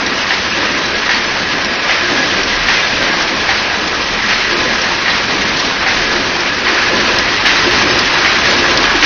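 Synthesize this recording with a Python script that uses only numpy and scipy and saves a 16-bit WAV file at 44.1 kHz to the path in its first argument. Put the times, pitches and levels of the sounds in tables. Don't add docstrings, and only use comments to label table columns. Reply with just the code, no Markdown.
import sys
import numpy as np
from scipy import signal
from scipy.io import wavfile
from scipy.ndimage import uniform_filter1d

SR = 44100
rng = np.random.default_rng(int(sys.argv[2]) if len(sys.argv) > 2 else 0)


def gain_from_decibels(decibels):
    exponent = np.asarray(decibels, float) / 20
    return 10 ** exponent


def to_wav(sig):
    pcm = np.clip(np.atleast_2d(sig), -1, 1) * 32767
    pcm = np.round(pcm).astype(np.int16)
    wavfile.write(sys.argv[1], SR, pcm.T)


N = 399105


def evened(x):
    return x / np.sqrt(np.mean(x ** 2) + 1e-20)


def smooth_noise(count, size):
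    return evened(uniform_filter1d(rng.standard_normal(count), size=size))


def add(mix, s, sound):
    part = mix[round(s * SR):][:len(sound)]
    part += sound[:len(part)]


def wash(spectrum, patchy_db, flicker_db, size=512):
    frames, bins_hz = 4 * N // size + 5, np.fft.rfftfreq(size, 1 / SR)
    real, imag, patches = rng.standard_normal((frames, len(bins_hz), 3)).T
    patches = uniform_filter1d(patches, size=4, axis=0)
    patches = evened(uniform_filter1d(patches, size=12, axis=1))
    flicker = smooth_noise(frames, size=8)
    hz, db = np.transpose(spectrum)
    shape = np.interp(np.log(bins_hz + 1), np.log(hz), db, left=-60, right=-100)
    gain = gain_from_decibels(shape[:, None] + patchy_db * patches + flicker_db * flicker)
    sound = signal.istft((real + 1j * imag) * gain, nperseg=size, noverlap=size * 3 // 4)[1]
    return evened(sound[:N])


def ring(hz, t60, rough, length=.3):
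    t = np.arange(round(length * SR)) / SR
    beat = 1 + rough * np.minimum(t / 0.017, 1) * smooth_noise(len(t), size=90)
    onset = np.minimum(t / 0.00053, 1)
    return gain_from_decibels(-60 * t / t60) * beat * np.sin(2 * np.pi * hz * t) * onset


def wobble(rate_hz):
    size = round(SR / 64 / rate_hz)
    slow = evened(uniform_filter1d(rng.standard_normal(N // 64 + 2), size=size, mode="wrap"))
    return np.interp(np.arange(N) / 64, np.arange(len(slow)), slow)


# time in seconds, loudness of the clatter in dB.
NEARNESS = [(0.0, -16), (0.38, -16), (1.84, -17), (2.07, -15.5), (3.0, -15), (3.93, -16), (5.44, -15.5),
            (5.85, -16), (6.02, -14), (6.53, -16.5), (6.96, -12.5), (7.49, -14.5), (7.59, -12.5),
            (9.05, -12.5)]


def nearness(t):
    return np.interp(t, *np.transpose(NEARNESS)) + 16


# start in seconds, then extra rumble, growl, gear tone and rattle in dB.
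TURNS = [(-.28, 4, 5.5, 8, -2.5), (0.55, 5, 5, -4, 1.5), (1.33, 2.5, 2, 2, 1), (2.08, 7, 6, -2, 3),
         (2.92, 3.5, 5.5, -11, 0.5), (3.74, 2.5, 4, -1, -0.5), (4.48, 3.5, 7, 8.5, 2.5),
         (5.27, 5.5, 3.5, 11, 3), (6.08, 4, 3.5, 7, 0), (6.87, 3, 6.5, 8, -0.5), (7.62, 6, 5.5, 11, 1.5),
         (8.44, 3.5, 8.5, 8, 2)]
RUMBLE, GROWL, GEAR, RATTLE = 1, 2, 3, 4


def strokes(column):
    bite_s, turn_s, stop_s, sag = 0.03, .38, 0.045, 0.55
    corners = [0, bite_s, bite_s + turn_s, bite_s + turn_s + stop_s]
    t, out = np.arange(N) / SR, np.zeros(N)
    for row in TURNS:
        out += row[column] * np.interp(t - row[0], corners, [0, 1, 1 - sag, 0])
    return out


def level(rest_db, near, stroke, wobble_db, column):
    moving = near * nearness(np.arange(N) / SR) + stroke * strokes(column)
    return gain_from_decibels(rest_db + moving + wobble_db * wobble(rate_hz=8))


# pitch in Hz, width in Hz, level in dB.
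FRAME_TONES = [(999, 110, -9.5), (1306, 88, -4.5), (1670, 100, 0.5), (2034, 82, 1.5), (2426, 160, -6.5),
               (2950, 340, -8.5), (4470, 260, -12), (5620, 1300, -8.5)]


def spindles(modes, spread_db):
    ticks_per_s = 1500
    force = gain_from_decibels(spread_db * np.minimum(rng.exponential(1, N), 4))
    force *= rng.random(N) < ticks_per_s / SR
    force *= rng.choice([-1, 1], N)
    place = rng.integers(0, 3 * len(modes), N)
    t, out = np.arange(3000) / SR, np.zeros(N)
    for k, (hz, width, db) in enumerate(modes * 3):
        pitch = hz * rng.uniform(0.94, 1.03)
        tap = gain_from_decibels(db) * np.exp(-np.pi * width * t) * np.sin(2 * np.pi * pitch * t)
        out += signal.oaconvolve(force * (place == k), tap * np.sqrt(width))[:N]
    return evened(out)


def blend(hall, direct, share):
    return np.sqrt(1 - share) * hall + np.sqrt(share) * direct


# pitch in Hz, strength in dB per Hz.
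STEEL_COLOUR = [(450, -25), (650, -8), (1000, -5), (1450, -5.5), (1670, -3), (2030, -4.5), (2500, -4.5),
                (3000, -12.5), (3600, -21)]
# pitch in Hz, strength in dB per Hz.
WIRE_COLOUR = [(2500, -3), (3000, -1.5), (4000, -2), (5000, -3.5), (5600, -6), (6200, -8), (6500, -12.5),
               (6700, -33), (6900, -11), (7400, -39)]


def clatter():
    steel_hall = wash(STEEL_COLOUR, patchy_db=1.5, flicker_db=0.1)
    steel = blend(steel_hall, spindles(FRAME_TONES[:6], spread_db=2.0), share=0.19)
    wire_hall = wash(WIRE_COLOUR, patchy_db=0.48, flicker_db=-0.98)
    wire = blend(wire_hall, spindles(FRAME_TONES[6:], spread_db=-1.0), share=0.14)
    jolts = gain_from_decibels(0.73 * smooth_noise(N, size=700))
    out = level(-17.5, near=1.0, stroke=0.5, wobble_db=0.52, column=RATTLE) * steel
    out += level(-21, near=1.0, stroke=0.6, wobble_db=0.25, column=RATTLE) * wire
    return jolts * lead_in() * out


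# pitch in Hz, time to fade by 60 dB in seconds.
BAR_TONES = [(800, .14), (1880, .13), (1975, .22), (1730, .1), (2950, .05), (2180, .12)]
# start in seconds, peak in dB, then low tone, upper tone and crash
# in dB against the peak.
BAR_BLOWS = [(0.3064, -2.5, -11, -4, -9), (1.0923, -2.5, -15, -7.5, -7), (1.8944, -3, -13, -5.5, -5.5),
             (2.6852, 0.5, -18.5, -10, -7), (3.49, -2.5, -6, -13, -8), (4.2842, -7, -13, -14, -1.5),
             (5.08, -3, -15, -5, -6.5), (5.8635, -4, -10.5, -12, -4), (6.6682, -2.5, -20, -8, -7),
             (7.453, -2.5, -14.5, -8, -2), (8.2478, -2.5, -18, -8, -6), (9.0252, -1, -18, -4.5, -1.5)]


def clanks():
    out, crash, t = np.zeros(N), np.zeros(N), np.arange(SR // 2) / SR
    for s, db, low_db, upper_db, crash_db in BAR_BLOWS:
        levels = gain_from_decibels(db + np.array([low_db, -8, -9, -12, upper_db, -12]))
        for gain, (hz, t60) in zip(levels, BAR_TONES):
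            add(out, s, gain * ring(hz * rng.uniform(0.94, 1.015), t60 * 0.76, rough=0.61))
        contact = ring(2200, 0.033, rough=.3)
        contact += 0.4 * ring(2600, 0.027, rough=.3) + 0.22 * ring(4400, .09, rough=.9)
        add(out, s, gain_from_decibels(db - 5.5) * contact)
        swell = np.minimum(.35 + t / 0.03, 1)
        add(crash, s, gain_from_decibels(db + crash_db - 3.0 - 60 * t / 0.69) * swell)
    shaken = [(600, -11), (900, -7.5), (2000, 1.0), (3200, -6), (4500, -9.0), (6000, -10.0),
              (6500, -17.5), (7200, -58.5)]
    return out + crash * wash(shaken, patchy_db=0.5, flicker_db=-0.5, size=256)


def lead_in():
    t, rise = np.arange(N) / SR, np.zeros(N)
    for row in BAR_BLOWS:
        rise += np.interp(t - row[0], [-0.12, -.004, 0], [0, 1, 0], left=0, right=0)
    return gain_from_decibels(0.5 * rise)


# start in seconds, peak in dB, pitch in Hz, ring in dB against the peak,
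# time for the snap to fade by 60 dB in seconds.
PIN_TICKS = [(0.0633, -7, 5650, -11, 0.04), (0.8555, -13, 5647, -4, 0.058), (1.6467, -9.5, 5540, -5, 0.04),
             (2.4335, -9, 5680, -4, 0.04), (3.225, -5, 5460, -9.5, 0.033), (4.0417, -12, 5400, -5, 0.04),
             (4.816, -6.5, 5560, -6.5, 0.037), (5.5973, -5.5, 5620, -6.5, 0.034),
             (6.4058, -6, 5400, -8, 0.04), (7.1871, -4, 5030, -10, 0.053), (7.9904, -1.5, 5270, -11, 0.04),
             (8.774, 1, 5110, -9, 0.033)]


def pins():
    out, snap, t = np.zeros(N), np.zeros(N), np.arange(SR // 2) / SR
    for s, db, hz, ring_db, t60 in PIN_TICKS:
        tone = ring(hz, 0.04, rough=0.6) + 0.4 * ring(hz * .96, 0.08, rough=0.8)
        add(out, s, gain_from_decibels(db + ring_db) * tone)
        add(snap, s, gain_from_decibels(db - 7.5 - 60 * t / t60))
    snapped = [(2500, -20), (3400, 3.0), (4200, 0.0), (5400, 2), (5900, -9), (6500, -14),
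               (7500, -29)]
    return out + snap * wash(snapped, patchy_db=1.0, flicker_db=-2.5, size=256)


# start in seconds, peak in dB, pitch in Hz.
SMALL_KNOCKS = [(0.7188, -10, 1707), (2.1755, 5, 1660), (2.2648, -1, 1590), (2.5326, -2, 2020),
                (2.7696, 4, 2040), (2.8275, 4, 1670), (3.0121, 1, 1570), (3.7, 3, 1560), (4.4094, 3, 2160),
                (4.4468, 3, 1980), (4.5288, 2.5, 1670), (4.6594, -7, 1950), (5.0574, 5, 1940),
                (6.0482, -11, 1620), (6.1015, 5, 1700), (6.8598, 2, 2100), (6.9194, -5, 2590),
                (7.4844, -2, 1650), (7.5233, -3, 1930), (7.8101, -8, 1630), (8.4562, 7, 1860),
                (8.8458, 1, 2460), (8.9535, 3, 1850)]


def knocks():
    out = np.zeros(N)
    for s, db, hz in SMALL_KNOCKS:
        tone = ring(hz, 0.069, rough=0.46) + 0.49 * ring(hz * 1.25, 0.066, rough=0.8)
        add(out, s, gain_from_decibels(db - 14) * tone)
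    return out


# start in seconds, peak in dB, pitch in Hz.
WIRE_SLAPS = [(0.2144, -9, 2940), (0.5225, -2, 2680), (0.6569, -7, 2730), (1.1444, -4, 4470),
              (2.7194, -15, 2970), (2.824, -3.5, 3630), (3.1434, -14, 4430), (4.3286, -3, 4340),
              (4.5494, -9, 2740), (5.0996, -4, 3980), (6.1134, -13, 3630), (6.951, -17, 2590),
              (7.3701, -12, 2950), (7.5656, -2, 3930)]


def slaps():
    out = np.zeros(N)
    for s, db, hz in WIRE_SLAPS:
        tone = ring(hz, 0.14, rough=0.69) + 0.5 * ring(hz * 1.07, 0.06, rough=.9)
        add(out, s, gain_from_decibels(db - 12) * tone)
    return out


# middle in seconds, peak in dB, pitch in Hz.
CLOSE_CRACKS = [
    (2.6855, 0, 2400),
    (3.0284, 2, 3000),
    (5.0984, -3, 3000),
    (7.1862, 3, 4000),
    (7.4635, 3, 3200),
    (7.7121, 2.5, 3200),
    (7.9920, 3.5, 4000),
    (8.2480, -1, 2400),
    (8.7751, -9, 4500),
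]


def cracks():
    out, t = np.zeros(N), np.arange(-40, 40) / SR
    for s, db, hz in CLOSE_CRACKS:
        add(out, s + t[0], gain_from_decibels(db) * np.exp(-(t * hz / .6) ** 2) * np.cos(2 * np.pi * hz * t))
    return out


# pitch in Hz, strength in dB per Hz.
RACK_COLOUR = [(110, -27), (160, -0.5), (210, -0.5), (280, 4.5), (360, -0.5), (420, 0), (520, -21)]
# pitch in Hz, strength in dB per Hz.
GROWL_COLOUR = [(340, -23), (420, -3), (520, 2), (650, -3), (850, -15)]
# pitch in Hz, strength in dB per Hz.
ROLLER_COLOUR = [(240, -24), (290, -2.5), (340, -4.5), (400, -0.5), (470, -25)]


def racks():
    rumble = wash(RACK_COLOUR, patchy_db=1.0, flicker_db=-0.4, size=1024)
    growl = wash(GROWL_COLOUR, patchy_db=-0.16, flicker_db=-0.5, size=1024)
    boom = wash(ROLLER_COLOUR, patchy_db=0.0, flicker_db=3.5, size=1024)
    out = level(-29, near=0.4, stroke=1, wobble_db=.8, column=RUMBLE) * rumble
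    out += level(-30, near=0.47, stroke=0.95, wobble_db=1.16, column=GROWL) * growl
    return out + level(-36.5, near=2.93, stroke=0.24, wobble_db=1.0, column=GEAR) * boom


# pitch in Hz, pitch wander as a share of it.
GEAR_TONES = [(352, .006), (1020, .005), (1675, .012), (3930, .001)]
# level in dB, share of the nearness, share of the stroke, slow wobble in dB.
GEAR_LEVELS = [(-41, 1.7, 0.98, 5), (-37, 1.3, .2, 1.0), (-29.5, 0.46, .1, 1.0), (-37.5, 0.59, .05, 2.5)]


def gears():
    out = np.zeros(N)
    for (hz, waver), part in zip(GEAR_TONES, GEAR_LEVELS):
        wander, flutter = smooth_noise(N, size=1500), smooth_noise(N, size=1500)
        turns = np.cumsum(hz * (1 + waver * (wander + wobble(rate_hz=5.98)))) / SR
        out += level(*part, column=GEAR) * gain_from_decibels(1.0 + 4.4 * flutter) * np.sin(2 * np.pi * turns)
    return out


# pitch in Hz, waver in Hz, level in dB.
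WHINE_TONES = [(76.1, 5, -43), (184.3, 5.7, -46.5), (212, 12, -37)]


def whine():
    t, out = np.arange(N) / SR, np.zeros(N)
    for hz, width, db in WHINE_TONES:
        r = np.exp(-np.pi * width / SR)
        noise = rng.standard_normal(N) + 1j * rng.standard_normal(N)
        drift = signal.lfilter([1 - r], [1, -r], noise)
        out += gain_from_decibels(db) * evened((drift * np.exp(2j * np.pi * hz * t)).real)
    return out


def shaft():
    t = np.arange(N) / SR
    beat_s, top_s, depth = 1.57, 2.85, .6
    beat = 1 + depth * np.cos(2 * np.pi * (t - top_s) / beat_s)
    hum = beat * np.sqrt(2) * np.sin(2 * np.pi * 37.5 * t)
    return level(-43.5, near=1.5, stroke=-0.44, wobble_db=3.5, column=RUMBLE) * hum


# pitch in Hz, strength in dB per Hz.
DRONE_COLOUR = [(15, -16.5), (30, -14.5), (50, 0), (75, -4.5), (120, -0.5), (145, -7), (200, -22.5)]


def drone():
    low = wash(DRONE_COLOUR, patchy_db=0.5, flicker_db=0.4, size=4096)
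    return level(-37, near=1.36, stroke=0.17, wobble_db=1.5, column=RUMBLE) * low


def scene():
    mix = clatter() + clanks() + pins() + knocks() + slaps() + cracks()
    mix += racks() + gears() + whine() + shaft() + drone()
    return np.array([mix, mix])


# pitch in Hz, chance in sigmas (higher is surer).
BAND_CHANCE = [(2000, 6), (3000, 3.), (5000, 2.4), (5800, 1.7), (6100, .6), (6300, 1.1), (6600, .5),
               (6750, -1.2), (6900, .9), (7100, .2), (7300, -1.8), (8400, -3), (9000, -1.6), (9600, -.8),
               (9900, -1.8), (10100, -4)]
# pitch in Hz, limit in dB against their neighbours.
FAINT_LIMIT = [(3000, -30), (5500, -14), (6200, -6), (6700, -1), (7200, 1.5), (10000, 3)]


def thinned(x):
    hz, t, z = signal.stft(x, SR, nperseg=1024, noverlap=768)
    chance = rng.standard_normal((len(hz) // 4 + 1, len(t) // 6 + 1))
    chance = np.repeat(np.repeat(chance, 4, axis=0), 6, axis=1)[:len(hz), :len(t)]
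    limit = np.interp(hz, *np.transpose(BAND_CHANCE))[:, None]
    kept = chance < limit + .25 * nearness(t) * (hz[:, None] > 8800)
    power = uniform_filter1d(abs(z) ** 2, size=5, axis=1)
    near = np.sqrt(abs(uniform_filter1d(power, size=16, axis=2)))
    strong = abs(z) > near * gain_from_decibels(np.interp(hz, *np.transpose(FAINT_LIMIT)))[:, None]
    return signal.istft(z * kept * strong, SR, nperseg=1024, noverlap=768)[1][:, :N]


# start in seconds, lowest and highest pitch in Hz, level in dB.
SIDE_PUFFS = [
    (.488, 4650, 5670, -32),
    (1.255, 5160, 6290, -36),
    (3.553, 4260, 5180, -33),
    (3.855, 4230, 6240, -32),
    (7.895, 4650, 5670, -29),
    (8.476, 5160, 6290, -33),
]


def splits():
    out = np.zeros(N)
    for s, low_hz, high_hz, db in SIDE_PUFFS:
        band_filter = signal.butter(6, [low_hz, high_hz], "band", fs=SR, output="sos")
        band = signal.sosfilt(band_filter, rng.standard_normal(2000))
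        add(out, s, gain_from_decibels(db) * evened(band * np.hanning(2000)))
    return np.array([out, -out])


def roll_off(x):
    return signal.sosfilt(signal.butter(12, 15800, fs=SR, output="sos"), x)


def record(dry):
    squeezed = dry / (1 + (abs(dry) / .96) ** 6) ** (1 / 6)
    low_pass = signal.firwin(63, 6600, window=("kaiser", 7), fs=SR)
    narrow = signal.oaconvolve(squeezed, low_pass[None], "same")
    fold_hz = 16000
    mirror = narrow * np.cos(2 * np.pi * fold_hz * np.arange(N) / SR)
    band_pass = signal.firwin(255, [7600, 9900], pass_zero=False, window=("kaiser", 9), fs=SR)
    mirror = signal.oaconvolve(mirror, band_pass[None], "same")
    offset = -.0032
    wave = np.clip(thinned(narrow + gain_from_decibels(-11.5) * mirror) + splits() + offset, -1, 1)
    return roll_off(wave)


dry = scene()
out = record(dry)
to_wav(out)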